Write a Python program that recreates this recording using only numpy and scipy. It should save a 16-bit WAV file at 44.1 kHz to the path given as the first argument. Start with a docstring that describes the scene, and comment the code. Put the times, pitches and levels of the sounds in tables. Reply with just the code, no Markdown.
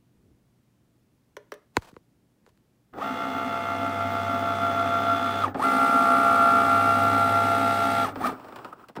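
"""A small cutting machine in a quiet room.

A button clicks, and a hand bumps and rubs the microphone. A geared servo feeds a mat in,
stops and feeds it out: meshing teeth whine, sliding friction rumbles and hisses, the overhanging
mat hums and the drive whistles. After a short jog the carriage creeps along its rail, ticking
and squeaking, and the tool head clacks down."""
import sys
import numpy as np
from scipy import signal
from scipy.fft import rfft, irfft
from scipy.io import wavfile

SR = 44100
rng = np.random.default_rng(int(sys.argv[2]) if len(sys.argv) > 2 else 0)


def output_pcm(signal):
    """Save a mono or channel-first signal as 16-bit PCM at the path in sys.argv[1].

    Samples are clipped to [-1, 1] before scaling.
    """
    pcm = np.clip(np.atleast_2d(signal).T, -1, 1) * 32767
    wavfile.write(sys.argv[1], SR, np.round(pcm).astype(np.int16))


N = 396900
T = np.arange(N) / SR
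BINS = np.fft.rfftfreq(N, 1 / SR)
CRUISE_HZ, PINION_TEETH = 62.28, 11  # shaft turns per second, teeth meshed per turn

# Moves of the mat: start_s, stop_s, direction (0 in, 1 out)
FEEDS = [(2.929, 5.537, 0), (5.537, 8.147, 1), (8.155, 8.365, 1)]
# Gear load as the mat's weight shifts, feeding in and feeding out: time_s, load_db, tooth_tone_db
LOAD_IN = [(3.12, -34.5, -39.5), (3.98, -32.5, -33.5), (5.08, -25, -29.5), (5.38, -28.5, -35.5)]
LOAD_OUT = [(5.7, -23, -34), (5.98, -21, -29), (6.4, -20, -27.5), (7.96, -26.5, -31)]
# Spectrum of an impact in the mechanism: frequency_hz, level_db
CLACK_SPECTRUM = [(59, -36), (100, -8), (310, 3), (867, 1), (1290, -1.5), (1920, -13), (2630, -17.5),
                  (3920, -24.5), (5370, -28), (6220, -39), (8000, -35.5), (13000, -48.5), (15000, -37)]


def servo_motion(ramp_s=.105, push_db=1.5, wheel_ratio=9.77, tightest_mesh_s=4.33):
    """Trapezoidal motion: the servo speeds up, cruises and brakes; its sounds follow these controls."""
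    pressure_db = np.array([-1, -8.5, -9.5])  # tooth pressure while the speed changes, for each move
    starts, stops, directions = np.transpose(FEEDS)
    move = np.maximum(np.searchsorted(starts, T, side="right") - 1, 0)
    since, left, out = T - starts[move], stops[move] - T, directions[move]
    speed = np.clip(np.minimum(since, left) / ramp_s, 0, 1)
    step = CRUISE_HZ * speed * (1 + .00089 * drift(50)) / SR
    net_turns = np.cumsum(step * (1 - 2 * out))
    wheel_angle = 2 * np.pi * (net_turns - np.interp(tightest_mesh_s, T, net_turns)) / wheel_ratio
    loads = [curve(rows) - np.mean(rows, axis=0)[1] for rows in (LOAD_IN, LOAD_OUT)]
    return dict(speed=speed, out=out, since=since, turns=np.cumsum(step), wheel=wheel_angle,
                load_db=by_direction(loads, out), travel=np.clip(since / (stops[0] - starts[0]), 0, 1),
                ramp_db=pressure_db[move] + push_db * np.sign(left - since))


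def gear_whine(servo, scatter_rad=.94, chatter=.37, hop=50):
    """Gear meshing: tooth tones and shaft sidebands sweep through the frame's resonances with speed."""
    # Partials of the gear train and of its slower wheels: shaft_multiple, in_db, out_db
    gear_partials = [(5, -60, -53.5), (6, -61, -58.5), (6.99, -56, -46), (8, -52, -47), (9, -54.5, -48.5),
                     (10, -51.5, -50), (12, -45, -43), (13, -53, -35.5), (14, -42, -38.5), (15, -62, -61.5),
                     (15.98, -53.5, -65), (17, -57, -62.5), (18, -46.5, -39), (19, -43, -34),
                     (20, -53, -36), (21, -42, -45), (23, -54.5, -35), (24.06, -51.5, -44.5),
                     (25, -71, -52.5), (27, -57, -49.5), (28, -59, -55.5), (29, -56, -51.5), (30, -58, -55),
                     (32, -55, -60), (33, -53.5, -47.5), (34, -52, -60), (37, -72, -53.5), (40, -58.5, -60),
                     (42, -68, -56), (44, -58, -54.5), (45, -61.5, -60), (50, -64, -68), (53, -74, -56),
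                     (55, -52, -66), (56, -62, -71), (59, -71, -62), (61, -76, -64), (64.3, -79, -60),
                     (66, -66, -67), (78, -80, -66)]
    slow_partials = [(1.36, -64, -61.5), (2.27, -57, -57), (2.68, -56, -55), (3.333, -47.5, -43.5),
                     (4.44, -45.5, -45), (20.66, -44, -42), (21.35, -60, -43), (23.26, -50, -63),
                     (24.43, -55, -60), (34.33, -56.5, -53), (53.4, -65, -72), (56.4, -56.5, -70)]
    # Resonances of the frame: centre_hz, width_hz, lift_db
    frame_modes = [(300, 84, 7.5), (813, 83, 10), (1195, 53, 15.5), (1790, 49, 14.5)]
    changing = np.minimum(10 * abs(1 - servo["speed"]), 1)
    t, glide = T[::hop], changing[::hop]
    speed, out, load_db = (servo[key][::hop] for key in ("speed", "out", "load_db"))
    eccentricity = np.cos(servo["wheel"][::hop])  # the big wheel runs off centre
    swing_db = eccentricity * by_direction((4.1, 1.3), out)
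    tooth_db = by_direction([curve(rows, t, column=2) for rows in (LOAD_IN, LOAD_OUT)], out)
    tooth_db += by_direction((.6, .4), out) + eccentricity * by_direction((.5, 1.5), out)
    octave_db = by_direction((-33.5, -23.5), out) + load_db + swing_db
    pressure_db = glide * servo["ramp_db"][::hop]
    rattle_db = by_direction((1.5, -1), out) + by_direction((.53, 1.6), out) * load_db + .5 * swing_db
    sing_db = by_direction((-4, -3), out) + by_direction((10, 9.5), out) * servo["travel"][::hop] ** 2

    sidebands = [(round(k), by_direction(levels, out)) for k, *levels in gear_partials]
    sidebands += [(k, by_direction(levels, out)) for k, *levels in slow_partials]
    for k in np.setdiff1d(np.arange(25, 80), [k for k, _ in sidebands]):
        in_db, out_db = -63 - 7 * np.log2(k / 22) + 3 * rng.standard_normal(2)
        sidebands.append((k, by_direction((in_db, out_db + 4), out)))  # faint lines from uneven teeth
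    partials = [(k * PINION_TEETH, db + pressure_db + .87 * drift(25, t))
                for k, db in ((1, tooth_db), (2, octave_db))]
    for k, db in sidebands:
        wander_db, waver_db = 2.5 * drift(2.47, t), drift(25, t)
        db = db + waver_db - 3 * glide + wander_db * (k > 25)
        db += rattle_db * (17 < k < 25)  # lines around the tooth tone's octave follow the load
        db += sing_db * (k > 50)  # the highest lines grow through a move
        partials.append((k, db))

    shaft_angle, whine = 2 * np.pi * servo["turns"], np.zeros(N)
    for k, db in partials:
        sweep_db = lift_db(frame_modes, k * CRUISE_HZ * speed) - lift_db(frame_modes, k * CRUISE_HZ)
        gain = np.repeat(amp(db + sweep_db), hop)[:N]
        phase = scatter_rad * rng.standard_normal()  # nearly in step: one knock a turn
        whine += gain * np.cos(k * shaft_angle + phase)
    return np.sqrt(2) * whine * servo["speed"] ** 1.17 * (1 + chatter * changing * drift(500))


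def rubbing(servo, squeal_hz=9170, squeal_width_hz=170):
    """Sliding friction: noise from teeth and rollers, amplitude-modulated by each turn and tooth."""
    # Noise density of the friction: frequency_hz, in_db, out_db
    friction_spectrum = [(30, -121, -123), (76.6, -78, -72.5), (207, -71, -66.5), (495, -68.5, -65.5),
                         (706, -71, -69.5), (1010, -82, -76), (1470, -76, -75), (2220, -81, -75.5),
                         (3160, -82, -83), (4030, -88, -84.5), (6900, -94.5, -92.5), (8970, -99, -89),
                         (10900, -101, -98.5), (12200, -100, -92), (15500, -100, -97.5)]
    # Resonances of the plastic case: centre_hz, width_hz, lift_db
    case_modes = [(262, 19.6, 15.5), (802, 75, 9.5), (1293, 122, 13.5), (3450, 110, 6), (8260, 250, 3)]
    speed, turns, out, travel = (servo[key] for key in ("speed", "turns", "out", "travel"))
    in_and_out = []
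    for column in (1, 2):
        body_db = colour(friction_spectrum, BINS, column) + lift_db(case_modes, BINS)
        # The hiss slowly changes colour as the microphone moves: two rippled spectra crossfade.
        early, late = (noise(body_db + 2.5 * drift(60, BINS / 2500) * (BINS > 1800)) for _ in range(2))
        in_and_out.append(early * np.sqrt(1 - travel) + late * np.sqrt(travel))
    friction = by_direction(in_and_out, out)

    lows = signal.sosfiltfilt(signal.butter(4, 1800, fs=SR, output="sos"), friction)
    shake = np.maximum(speed, smooth(speed, time_s=.0075))  # the case rumbles on just after a stop
    rumble = lows * amp(1 + .39 * servo["load_db"]) * shake ** .58

    bite = (1 + .23 * np.cos(2 * np.pi * PINION_TEETH * turns)) * amp(.7 * drift(1600))
    near_db = np.interp(T, (3.28, 5.48), (-2, 2.5))  # the hiss grows as the microphone closes in
    end_db = out * np.interp(travel, (.66, 1), (0, 1.5))  # it swells late in the feed out
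    hiss = (friction - lows) * bite * amp(near_db + end_db + .04 * servo["load_db"]) * speed ** 1.65

    # The mat squeals on its guides.
    squeal_band = unit(noise(-20 * np.log10(1 + ((BINS - squeal_hz) / squeal_width_hz) ** 2)))
    squeal_db = by_direction((-77, -55), out) + by_direction((10, -6), out) * travel
    squeal = squeal_band * amp(squeal_db + 3.6 * drift(130)) * speed ** 2
    pulse = 1 + .15 * np.cos(2 * np.pi * turns) + .034 * np.cos(2 * servo["wheel"])
    return pulse * (rumble + hiss + squeal)


def mat_hum(servo, pitch_hz=(98.6, 101), full_db=(-42, -34.5), full_s=(.98, 1.47),
            rise_db_per_s=18, sag_db_per_s=(-.5, 9)):
    """Resonance: the overhanging mat builds up a hum at its own pitch and rings on briefly at a stop."""
    out = servo["out"]
    past_full_s = servo["since"] - by_direction(full_s, out)
    level_db = by_direction(full_db, out) + rise_db_per_s * np.minimum(past_full_s, 0)
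    level_db -= by_direction(sag_db_per_s, out) * np.maximum(past_full_s, 0)
    envelope = smooth(servo["speed"] * amp(level_db), time_s=.056)
    phase = 2 * np.pi * np.cumsum(by_direction(pitch_hz, out)) / SR + .34 * drift(8.2)
    return np.sqrt(2) * amp(1.4 * drift(15)) * envelope * np.sin(phase)


def drive_whistle(servo, chopper_hz=15003, commutator_bars=5, run_db=-67, hold_db=-75):
    """Amplitude modulation: commutator bars split the chopper's tone; a hiss surges in the jog."""
    speed = servo["speed"]
    powered = (T > FEEDS[0][0]) * (T < FEEDS[-1][1])
    level = powered * (amp(hold_db) * (1 - speed) + amp(run_db) * speed) * amp(4 * drift(30))
    ripple = 1 + .49 * np.cos(2 * np.pi * commutator_bars * servo["turns"])
    tone = np.sqrt(2) * np.sin(2 * np.pi * chopper_hz * T + .35 * drift(400))
    band = [(13000, -50), (14600, -14), (15000, 0), (15400, -14), (16000, -30)]  # frequency_hz, level_db
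    surge = scrape([(8.235, .04, -56)], band, rise_db_per_s=130, fall_db_per_s=300, grain_db=2)
    return level * ripple * tone + surge


def button_clicks():
    """Impact excitation: the button's clicks set the modes of the lid ringing."""
    # Clicks of the button: start_s, level_db, tilt_db_per_octave
    clicks = [(1.367, -40.5, 0.5), (1.5195, -37, 1), (1.5395, -52, 3)]
    # Spectrum of a click: frequency_hz, level_db
    click_spectrum = [(120, -39), (220, -18.5), (340, -7), (520, 1.5), (790, -12.5), (1070, -5.5),
                      (1880, -12), (2500, -20.5), (3000, -17.5), (4400, -27.5), (5760, -23.5), (6800, -33),
                      (15000, -38)]
    # Resonances of the lid: pitch_hz, level_db, t60_s
    lid_modes = [(417, 8.5, .17), (590, 2, 0.171), (985, -9, .08), (1949, -13.5, .07), (2977, -15, .05)]
    return knocks(clicks, click_spectrum, lag_cycles=2, rattle=1.9, rattle_s=.0042,
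                  modes=lid_modes, ring=.0044)


def mechanism_clacks():
    """Backlash and impact: the gears take up slack, the carriage knocks and the tool head drops."""
    # Blows in the mechanism: start_s, level_db, tilt_db_per_octave
    impacts = [(2.936, -46, -1.5), (5.545, -33, -1.5), (5.555, -32.5, -4.5), (8.157, -35, 0.5),
               (8.267, -33, 5), (8.559, -44, 3.5), (8.587, -44.5, 1), (8.646, -39.5, 2),
               (8.728, -47.5, -1.5), (8.885, -50.5, 5), (8.895, -49, -2), (8.954, -47, 2), (8.9635, -38, 2),
               (8.969, -35, -7), (8.984, -37, -5)]
    return knocks(impacts, CLACK_SPECTRUM, lag_cycles=1.602, rattle=3, rattle_s=.0091)


def carriage(first_tick_s=8.4, tick_gap_s=.041, tick_db=-46):
    """Friction and light impacts: the carriage creeps along its rail, squeaking and ticking unevenly."""
    # Strokes of creeping and of squeaking on the rail: start_s, length_s, level_db
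    creep_strokes = [(8.15, .54, -46.5), (8.795, 0.037, -51)]
    squeak_strokes = [(8.646, .005, -42), (8.697, .004, -49), (8.728, .006, -39), (8.835, .012, -50.5)]
    # Their spectra: frequency_hz, level_db
    creep_spectrum = [(29, -53.5), (50, -18), (113, -5), (211, -9), (256, 0), (489, -6), (1280, -3),
                      (1920, -21), (2750, -21), (3850, -31), (5520, -31), (6230, -42), (8110, -32.5),
                      (12500, -47.5), (15500, -27)]
    squeak_spectrum = [(400, -32), (1100, -8), (1320, 7), (1550, -26), (4000, -44)]
    ticks = [(first_tick_s + tick_gap_s * (k + .12 * late), tick_db - softer_db, 1)
             for k, (late, softer_db) in enumerate(rng.standard_normal((5, 2)))]
    creep = scrape(creep_strokes, creep_spectrum, rise_db_per_s=448.5, fall_db_per_s=230, grain_db=.2)
    squeaks = scrape(squeak_strokes, squeak_spectrum, rise_db_per_s=3000, fall_db_per_s=1300, grain_db=5)
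    return creep + squeaks + knocks(ticks, CLACK_SPECTRUM, lag_cycles=1.63, rattle=1.9, rattle_s=.0076)


def hand():
    """Handling noise: a hand bumps the microphone, slides over it and rustles as it grips."""
    # Bumps of the hand: start_s, level_db, tilt_db_per_octave
    impacts = [(1.7683, -21, 2), (1.770, -29, -15.5), (1.822, -55, 3), (1.925, -52, -28), (1.941, -67, 4),
               (1.965, -46, -1.5), (2.464, -61, 4.5), (2.474, -60.5, -2), (2.575, -74.5, 7)]
    # Strokes of the fingers and of the grip: start_s, length_s, level_db
    slide_strokes = [(1.768, 0.011, -48.5), (1.825, .02, -52), (1.888, 0.012, -60), (1.957, .012, -65),
                     (2.468, 0.011, -64)]
    grip_strokes = [(.16, .17, -63)]
    # Spectra of a bump, a slide and the grip: frequency_hz, level_db
    bump_spectrum = [(25, -29.5), (45, -12), (100, -3.5), (250, -8.5), (480, 3.5), (690, -12.5), (1000, -5),
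                     (2000, -15), (3300, -29.5), (4300, -24.5), (5600, -43), (7000, -32.5), (10000, -50.5),
                     (15000, -52)]
    slide_spectrum = [(80, -3), (900, 1.5), (2000, -7), (6000, -15), (15000, -24)]
    grip_spectrum = [(25, -4), (60, 8), (350, -3), (900, -26), (4000, -48)]
    bumps = knocks(impacts, bump_spectrum, lag_cycles=1.4, rattle=.41, rattle_s=.002)
    slides = scrape(slide_strokes, slide_spectrum, rise_db_per_s=700, fall_db_per_s=449, grain_db=4)
    rustle = scrape(grip_strokes, grip_spectrum, rise_db_per_s=380, fall_db_per_s=113, grain_db=-.5)
    return bumps + slides + rustle


def reverberation(x, t60_s, damp_hz):
    """Diffuse reflection: a small furnished room adds a dull tail that decays exponentially."""
    t = T[:SR // 2]
    tail = rng.standard_normal(len(t)) * amp(-60 * t / t60_s) * (t > .005)
    tail = signal.sosfilt(signal.butter(1, damp_hz, fs=SR, output="sos"), tail)
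    return signal.oaconvolve(x, tail / np.linalg.norm(tail))[:N]


def room_tone(noise_db=-66.5, hum_db=-70.5, hum_hz=120):
    """Noise floor: a steady low rush with a faint hum."""
    # Spectrum of the ambient noise: frequency_hz, level_db
    air_spectrum = [(20, -30.5), (55, -12), (90, -12.5), (125, -8), (200, -8), (300, -11), (420, -19),
                    (700, -25), (1500, -31.5), (4000, -37), (15500, -42)]
    rush = amp(noise_db) * unit(noise(colour(air_spectrum, BINS)))
    return rush + amp(hum_db) * np.sin(2 * np.pi * hum_hz * T)


def knocks(impacts, spectrum, lag_cycles, rattle, rattle_s, modes=(), ring=0):
    """Impulse response: a snap, rattle and optional ring; the microphone's processing delays the lows."""
    t, mix = T[:8192], np.zeros(N + 8192)
    hz = np.fft.rfftfreq(len(t), 1 / SR)
    low_lag = np.exp(-2j * np.pi * lag_cycles * np.log((hz + 30) / (hz[-1] + 30)))
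    ringing = sum(amp(db - 60 * t / t60_s) * np.cos(2 * np.pi * f * t) for f, db, t60_s in modes)
    for start_s, level_db, tilt_db in impacts:
        chatter = rng.standard_normal(len(t)) * np.exp(-t / rattle_s)
        blow = (t == 0) + rattle * chatter / np.linalg.norm(chatter) + ring * ringing
        log_gain = np.log(amp(colour(spectrum, hz) + tilt_db * np.log2(np.maximum(hz, 250) / 1000)))
        mirrored = np.r_[log_gain, log_gain[-2:0:-1]]
        minimum_phase = np.exp(np.conj(signal.hilbert(mirrored)))[:len(hz)]
        hit = irfft(rfft(blow) * minimum_phase * low_lag) * (1 - (t / t[-1]) ** 2)
        hit *= np.sqrt(.02 * SR) / np.linalg.norm(hit)  # the energy of 20 ms at rms 1
        start = round(start_s * SR)
        mix[start:start + len(t)] += amp(level_db) * hit
    return mix[:N]


def scrape(strokes, spectrum, rise_db_per_s, fall_db_per_s, grain_db):
    """Grainy noise under an envelope: each stroke swells, holds for its length and dies away."""
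    envelope = np.zeros(N)
    for start_s, length_s, level_db in strokes:
        before_s, after_s = np.clip(start_s - T, 0, 1), np.clip(T - start_s - length_s, 0, 1)
        envelope += amp(level_db - rise_db_per_s * before_s - fall_db_per_s * after_s)
    return envelope * unit(noise(colour(spectrum, BINS)) * amp(grain_db * drift(120)))


def by_direction(pair, out):
    """Picks from a pair of values: (feeding in, feeding out)."""
    return np.where(out, pair[1], pair[0])


def amp(db):
    """Decibels to amplitude."""
    return 10 ** (np.asarray(db) / 20)


def unit(x):
    """Scales to rms 1."""
    return x / np.sqrt(np.mean(x ** 2) + 1e-20)


def curve(rows, t=T, column=1):
    """One column of a table, interpolated in time."""
    rows = np.array(rows)
    return np.interp(t, rows[:, 0], rows[:, column])


def colour(rows, hz, column=1):
    """A spectrum in dB, interpolated in log frequency."""
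    rows = np.array(rows)
    return np.interp(np.log(hz + 1), np.log(rows[:, 0]), rows[:, column])


def lift_db(modes, hz):
    """The gain of a set of bell-shaped resonances at each frequency."""
    return sum(db * np.exp(-.5 * ((hz - centre) / width) ** 2) for centre, width, db in modes)


def noise(density_db):
    """Noise with the given power spectral density."""
    return irfft(rfft(rng.standard_normal(N)) * amp(density_db), N) * np.sqrt(SR / 2)


def drift(rate, t=T):
    """Random fluctuation of rms 1, with `rate` new values per unit of t."""
    knots = np.arange(0, 10, 1 / rate)
    return unit(np.interp(t, knots, rng.standard_normal(len(knots))))


def smooth(x, time_s):
    """First-order lag with the given time constant."""
    pole = np.exp(-1 / (time_s * SR))
    return signal.lfilter([1 - pole], [1, -pole], x)


def scene():
    """Superposition: the machine, the hand and the room add in one channel."""
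    servo = servo_motion()
    motor = gear_whine(servo) + mat_hum(servo) + rubbing(servo) + drive_whistle(servo)
    button, clacks, air = button_clicks(), mechanism_clacks(), room_tone()
    echo = reverberation(amp(-18) * button + amp(-22) * clacks, t60_s=.3, damp_hz=3916)
    echo += reverberation(amp(-20) * motor, t60_s=.15, damp_hz=5000)
    return (motor + button + clacks + carriage() + hand() + air + echo)[None]


def record(dry, cutoff_hz=15800):
    """Band limiting: a steep low-pass filter removes the highest treble."""
    lowpass = signal.firwin(511, cutoff_hz, window=("kaiser", 9), fs=SR)
    return signal.oaconvolve(dry, lowpass[None], "same")


dry = scene()
out = record(dry)
output_pcm(out)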